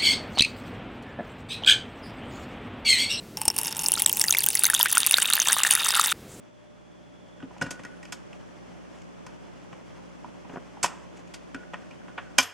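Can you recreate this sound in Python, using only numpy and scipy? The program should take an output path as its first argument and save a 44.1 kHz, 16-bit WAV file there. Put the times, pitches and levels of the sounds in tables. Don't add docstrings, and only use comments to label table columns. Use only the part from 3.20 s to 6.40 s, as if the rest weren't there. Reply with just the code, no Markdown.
import sys
import numpy as np
from scipy import signal
from scipy.fft import rfft, irfft, next_fast_len
from scipy.io import wavfile
from scipy.ndimage import uniform_filter1d, map_coordinates

SR = 44100
rng = np.random.default_rng(int(sys.argv[2]) if len(sys.argv) > 2 else 0)


def int16_out(signal):
    q = np.round(np.clip(np.atleast_2d(signal).T, -1, 1) * 32767)
    wavfile.write(sys.argv[1], SR, q.astype(np.int16))


def decibels_to_gain(level_db):
    exponent = np.asarray(level_db, float) / 20
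    return 10 ** exponent


N = 141120
T = np.arange(N) / SR
START_S, CUT_S = .166, 2.927


def unit(x):
    return x / np.sqrt(np.mean(x ** 2) + 1e-20)


def along(points, hz):
    f, v = np.transpose(points)
    return np.interp(np.log(hz + 1), np.log(f + 1), v)


def wobble(rate):
    knots = rng.standard_normal(int(N * rate / SR) + 4)
    return map_coordinates(knots, [np.arange(N) * rate / SR])


def filtered(x, response):
    m = next_fast_len(N + 8192)
    return irfft(rfft(x, m) * response(np.fft.rfftfreq(m, 1 / SR)), m)[..., :N]


def resonate(x, modes):
    def response(f):
        return sum((-1) ** k * decibels_to_gain(db) * 1j * f * width / (hz * hz - f * f + 1j * f * width)
                   for k, (hz, width, db) in enumerate(modes))
    return filtered(x, response)


def grains(s, db, hz, cycles, rise, onset_s, crack, size):
    t = np.arange(size) / SR
    s, db, hz, cycles, rise = (np.reshape(v, (-1, 1)) for v in (s, db, hz, cycles, rise))
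    age = t * hz / cycles
    noise = uniform_filter1d(rng.standard_normal((len(s), size)), size=4, axis=1)
    deepening = decibels_to_gain(0.5 * s)
    rough = crack * deepening * noise * decibels_to_gain(-60 * age * 2.4)
    sine = np.sin(2 * np.pi * hz * t * (1 + rise * np.minimum(age, 1.5)))
    wave = sine * (decibels_to_gain(-60 * age) + rough)
    wave = (1 - np.exp(-t / onset_s)) ** 2 * wave * (1 - (t / t[-1]) ** 4)
    wave = decibels_to_gain(db) * wave / np.abs(wave).max(axis=1, keepdims=True)
    at = np.round(s * SR).astype(int) + np.arange(size)
    return np.bincount(at.ravel(), wave.ravel(), N + size)[:N]


def swarm(crowd, count, hz, spread, cycles, rise, uneven_db, onset_s, crack, size):
    density = np.cumsum(crowd)
    u, z = rng.random((count, 2)), rng.standard_normal((count, 3))
    s = np.interp(u[:, 0], density / density[-1], T)
    db = uneven_db * np.clip(z[:, 2], -3, 1.7)
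    pitch_hz = np.clip(hz * np.exp(spread * z[:, 0]), 950, 15500)
    lives = cycles * np.exp(0.17 * z[:, 1])
    return unit(grains(s, db, pitch_hz, lives, rise * u[:, 1], onset_s, crack, size))


# (frequency [Hz], level [dB])
ROOM_HUM = [(15, -41), (25, -17), (123, -6.5), (149, -5), (344, -8), (489, -11.5), (624, -15.5),
            (863, -20.5), (16000, -36.5)]


def kitchen():
    room_db, duck_db, duck_s = -45, -7, 0.74
    gain_db = duck_db * (1 - np.exp(-np.maximum(T - .8, 0) / duck_s)) * (T < CUT_S)
    hum = unit(filtered(rng.standard_normal(N), lambda f: decibels_to_gain(along(ROOM_HUM, f))))
    return decibels_to_gain(room_db + gain_db + .7 * wobble(13)) * hum


# (time [s], spray level [dB], trapped air level [dB], glass ring level [dB])
STREAM = [
    (.165, -43, -61, -1.5),
    (.5, -36.5, -43, -3),
    (1, -33.5, -66, -9),
    (1.5, -32.5, -35.5, -15),
    (2, -29, -32, -19),
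    (2.5, -31.5, -30.5, -33),
    (2.92, -28, -30.5, -14),
]


def stream_levels():
    s, *columns = np.transpose(STREAM)
    return [np.interp(T, s, column) for column in columns]


# (time [s], peak level [dB], pitch [Hz])
DROP_SNAPS = [(0.1708, -14.5, 5470), (0.2156, -8.5, 8430), (0.2536, -10, 8800), (0.2794, 3, 8460),
              (0.2822, -6.5, 5500), (0.3013, -8.5, 5510), (0.3639, -11, 8890), (0.3801, -18, 13590),
              (0.3865, -4, 8700), (0.3935, -18, 13600), (0.4135, -17, 10470), (0.4324, -12.5, 10600),
              (0.4472, -16.5, 6600), (0.457, -14.5, 5500), (0.4695, -14.5, 11200),
              (0.4797, -13, 4800), (0.525, -17, 5200), (0.5677, -11.5, 8370), (0.5922, -11, 6550),
              (0.6176, -20, 9100), (0.6336, -17, 5100), (0.6407, -14.5, 8980), (0.6607, -6, 5080),
              (0.6645, -7.5, 8400), (0.6842, 0.5, 8740), (0.719, -2.5, 10600), (0.7382, -4, 10200),
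              (0.777, -13, 4950), (0.7957, -8.0, 8000), (0.8, -9.5, 10300), (0.8203, -4.5, 10800),
              (0.8615, 4, 8000), (0.8821, -13, 7800), (0.8948, -4.5, 10570), (0.9274, -4, 13240),
              (0.97, -9.0, 12800), (0.9958, -3.5, 9360), (1.0057, -10, 9900), (1.013, -1.0, 5350),
              (1.0156, -0.5, 8620),
              (1.0395, -2, 7100), (1.0825, -5, 4570), (1.0933, -12, 12500), (1.1049, -8.5, 11200),
                 (1.1076, 1.5, 6540), (1.1244, -3.5, 8550), (1.171, -8.5, 9240), (1.1849, -1.0, 12600),
                 (1.1908, -15, 4460), (1.2058, -8, 8910), (1.2361, -7, 11300), (1.2398, -6.5, 8840),
                 (1.263, 0.0, 12840), (1.2864, -0.5, 9110), (1.3026, -6.5, 9130), (1.3523, -2.5, 9940),
                 (1.372, -11.5, 5170), (1.3926, -3.5, 9280), (1.4357, 0, 10490), (1.4429, -2.5, 10200),
                 (1.4528, -2, 6330), (1.4632, -5, 13110), (1.4666, -7, 10400), (1.4997, -4, 10810),
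                 (1.5397, -4.5, 9000), (1.5429, -0.5, 8900), (1.5477, -5.5, 6200), (1.5925, -8.5, 9630),
                 (1.5992, -13.5, 9250), (1.6093, -9, 13600), (1.6286, 1.5, 12100), (1.6584, -20, 7760),
                 (1.7144, -10, 10100), (1.7257, 0.5, 10900), (1.729, -3, 10800), (1.7527, -5.5, 8630),
                 (1.7711, -10.5, 7040), (1.7796, 1.5, 9430), (1.8027, -6.5, 9200), (1.8639, 5.5, 12250),
                 (1.8697, -0.5, 9040), (1.9104, -0.5, 10540), (1.9217, -3, 9500), (1.9408, -4.5, 4470),
              (1.9688, -10, 4500), (1.974, -10.5, 6570), (1.9832, -6.0, 8480), (2.0009, -10, 7950),
                (2.0196, -5, 8060), (2.0265, -4.0, 8850), (2.1005, -2, 9350), (2.1343, 0.5, 8600),
                (2.1527, -4, 13590), (2.2003, -1, 6570), (2.218, -6.5, 5970), (2.2719, -6.5, 6200),
                (2.2844, -4.5, 7900), (2.3194, -7.5, 7000), (2.3228, -3, 8330), (2.3292, -0.5, 8980),
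                (2.3846, -5, 8530), (2.4339, -2, 8000), (2.4646, -10.5, 11180), (2.468, -12, 6650),
                (2.4721, -5.0, 7900), (2.509, 3, 8980), (2.5168, -5, 6890), (2.5222, -8.5, 9650),
                (2.5259, -3, 9220), (2.5363, -2, 9500), (2.5516, 0.5, 10300), (2.6462, -2, 8700),
                (2.6585, -11, 6120), (2.6683, -11, 7520), (2.6846, -9.5, 6140), (2.6887, -2, 8750),
                (2.7056, -6.5, 5010), (2.7516, -7, 9840), (2.7647, -10.0, 7040), (2.7717, -7, 8030),
                (2.7972, -3, 9400), (2.8123, -2.5, 7200), (2.8395, -4, 8750), (2.8595, -6, 7750),
                (2.872, -5.5, 14900), (2.9163, -4.5, 8400)]


def large_drops():
    s, db, hz = np.array(DROP_SNAPS).T
    z = rng.standard_normal((len(s), 2))
    cycles, rise = 32 * np.exp(0.35 * z[:, 0]), 0.021 + 0.131 * z[:, 1]
    snaps = grains(s + 0.00048, db + 2.5, hz, cycles, rise, onset_s=0.000085, crack=2.37, size=400)
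    return s, filtered(snaps, lambda f: f ** 2 / (f ** 2 + 2600 ** 2))


def droplet_crowd(drop_s):
    splash_s = .003
    coarse = T[None, ::44]
    since = coarse - drop_s[:, None]
    near = (np.exp(-np.abs(since - .002) / splash_s) * (since > 0)).sum(axis=0)
    share = np.clip(.6 - .13 * T, 0, 1)
    loose = .3 + decibels_to_gain(4 * wobble(90))
    return share * np.interp(T, T[::44], near / near.mean()) + (1 - share) * loose


def droplets(crowd):
    return swarm(crowd, count=2600, hz=8890, spread=0.379, cycles=17.6, rise=0.14, uneven_db=5.0,
                 onset_s=0.00005, crack=2.3, size=200)


# (frequency [Hz], level [dB])
BOWL_COLOUR = [(600, 1.5), (2400, -8), (5300, -5.5), (8800, 3), (13000, 0.5), (16000, -2)]


def knocking_water(snaps, spray, crowd, spray_db):
    hiss = unit(filtered(rng.standard_normal(N), lambda f: 1 / (1 + (f / 10000) ** 4)))
    hiss = decibels_to_gain(-22.5) * crowd ** 0.31 * hiss
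    knocks = snaps + filtered(decibels_to_gain(spray_db) * (spray + hiss), lambda f: decibels_to_gain(along(BOWL_COLOUR, f)))
    dull = filtered(knocks, lambda f: 1 / (1 + (f / 11500) ** 6))
    return knocks + 0.18 * T * (dull - knocks)


# (frequency [Hz], width [Hz], level [dB])
GLASS_NOTES = [(866, 87, 13.5), (2820, 250, 8.5), (5450, 120, 6), (8600, 220, 3.5), (11200, 560, -1.5)]


def glass_ring(knocks, ring_db):
    rough = 0.31 * np.sqrt(np.abs(knocks)) * rng.standard_normal(N)
    return resonate(decibels_to_gain(ring_db) * (knocks + rough), GLASS_NOTES)


# (frequency [Hz], width [Hz], level [dB])
FOAM_NOTES = [(815, 59, -10), (1370, 280, -4.5), (3105, 620, -11.5), (3710, 170, 0.5)]


def trapped_air(crowd, spray, air_db):
    foam_s, foam_db = 2.1, 5
    gurgle = swarm(crowd ** .6, count=2600, hz=2290, spread=0.44, cycles=12.2, rise=0.17, uneven_db=4.0,
                   onset_s=0.0001, crack=0.92, size=700)
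    foam = unit(resonate(gurgle + 2.0 * spray, FOAM_NOTES))
    froth = decibels_to_gain(air_db) * (decibels_to_gain(-4.5) * gurgle + foam)
    low = filtered(froth, lambda f: 1 / (1 + (f / 1500) ** 6))
    return froth + (decibels_to_gain(foam_db * (T > foam_s)) - 1.4) * low


def bowl_echo(water):
    walls_db, walls_t60_s = -9.5, 0.015
    echo = rng.standard_normal(2000) * decibels_to_gain(-60 * T[:2000] / walls_t60_s)
    return decibels_to_gain(walls_db) * signal.fftconvolve(water, echo / np.linalg.norm(echo))[:N]


def air_thump():
    thump_s, thump_db = .2795, -17.5
    return decibels_to_gain(thump_db) * np.exp(-((T - thump_s) / 0.00036) ** 2)


# (time [s], peak level [dB], pitch [Hz])
FROTH_GULPS = [(0.6963, -24, 2690), (0.8603, -6, 3700), (1.7496, -11, 3120), (1.8315, -6, 3600),
               (1.9695, -10, 4260), (2.135, -6.0, 4290), (2.1669, -10, 3060), (2.193, -13.5, 1800),
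               (2.366, -9.5, 1160), (2.4023, -11.5, 1210), (2.4335, -11.5, 2070), (2.4679, -10, 1790),
               (2.4766, -18, 1410), (2.5063, -8.5, 2840), (2.522, -11, 3000), (2.633, -10.5, 3620),
               (2.7054, -8, 3290), (2.7464, -5, 3580), (2.762, -13.5, 1470)]


def gulps():
    s, db, hz = np.transpose(FROTH_GULPS)
    return grains(s + .0004, db + 0.47, .97 * hz, 17.4, 0.096, onset_s=0.00011, crack=1.83, size=900)


def chirps(crowd):
    return swarm(crowd * (T > .7), count=260, hz=3200, spread=0.322, cycles=30, rise=0.37, uneven_db=4.5,
                 onset_s=0.00012, crack=0.76, size=900)


# (time [s], peak level [dB], pitch [Hz])
LARGE_BUBBLES = [(0.773, -16.5, 1380), (1.04, -14, 1840), (1.095, -18, 1360), (1.148, -7.5, 2190),
                 (1.274, -22, 1620), (1.44, -13.5, 1536), (1.486, -20, 1370), (1.5, -7, 1775),
                 (1.534, -11, 1460), (1.599, -10.5, 992), (1.658, -4, 1580), (1.771, -3, 1453),
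                 (1.983, -4, 1575), (2.177, -7.5, 1750), (2.272, -13.5, 964), (2.299, -7, 1590),
                 (2.449, -5.5, 1760), (2.663, -10, 1330), (2.771, -8, 1370), (2.795, -1, 1280),
                 (2.92, -9.5, 1370)]
# (time [s], peak level [dB], pitch [Hz])
SMALL_BUBBLES = [(0.7295, -16.5, 2950), (0.754, -13.5, 3800), (0.799, -21, 2130), (0.8963, -12.5, 3050),
                 (1.1256, -9, 3660), (1.1381, -10, 2670), (1.1692, -8.5, 3570), (1.1913, -11.5, 4280),
                 (1.239, -14.5, 3200), (1.3039, -22, 2690), (1.4655, -14.5, 2110), (1.4427, -6.5, 3900),
                 (1.5477, -5.5, 3560), (1.6105, -1.5, 3318), (1.9104, -6.5, 2770), (1.9408, 5, 3720),
                 (2.022, -2.5, 3040), (2.0557, -5, 3710), (2.1263, -4, 3940), (2.2854, -3, 3660)]


def bubbles():
    s, db, hz = np.concatenate([LARGE_BUBBLES, SMALL_BUBBLES]).T
    u = rng.random((len(s), 2))
    cycles, rise = (38 + 16 * u[:, 0]) * (1 - .19 * s), .1 + .22 * u[:, 1]
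    return grains(s + .0003, db - 2, .94 * hz, cycles, rise, onset_s=.0003, crack=1.6, size=1500)


def pour():
    spray_db, air_db, ring_db = stream_levels()
    drop_s, snaps = large_drops()
    crowd = droplet_crowd(drop_s)
    spray = droplets(crowd)
    knocks = knocking_water(snaps, spray, crowd, spray_db)
    ring = glass_ring(knocks, ring_db)
    water = knocks + trapped_air(crowd, spray, air_db)
    water = water + bowl_echo(water)
    water = water + gulps() + decibels_to_gain(spray_db - 6.5) * chirps(crowd) + bubbles() + ring
    water = filtered(water, lambda f: 1 - 1 / (1 + (f / 520) ** 4))
    return (water + air_thump()) * np.clip((T - START_S) / 0.0026, 0, 1) * (T < CUT_S)


# (time [s], level [dB], centre [Hz], half length [s])
CLOTH_BRUSHES = [
    (3.127, -50.5, 7550, 0.039),
    (3.198, -49.5, 8000, 0.028),
]


def sleeve():
    total = np.zeros(N)
    for s, db, hz, half_s in CLOTH_BRUSHES:
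        cloth = unit(filtered(rng.standard_normal(N), lambda f: 1 / (1 + ((f - hz) / (0.21 * hz)) ** 2)))
        total += decibels_to_gain(db + 1.4 * wobble(90)) * np.exp(-((T - s) / half_s) ** 2) * cloth
    return total


def scene():
    side_db = -25.5
    mid = kitchen() + pour() + sleeve()
    drift = unit(filtered(rng.standard_normal(N), lambda f: f < 300))
    side = decibels_to_gain(side_db) * filtered(mid * drift, lambda f: (f > 2000) * f / (f + 5000))
    return np.array([mid + side, mid - side])


def low_pass(x):
    return signal.sosfilt(signal.butter(12, 16720, fs=SR, output="sos"), x)


def record(dry):
    limited = dry / (1 + np.abs(dry) ** 16) ** (1 / 16)
    mix = filtered(limited, lambda f: np.clip((16800 - f) / 700, 0, 1))
    return low_pass(mix)


dry = scene()
out = record(dry)
int16_out(out)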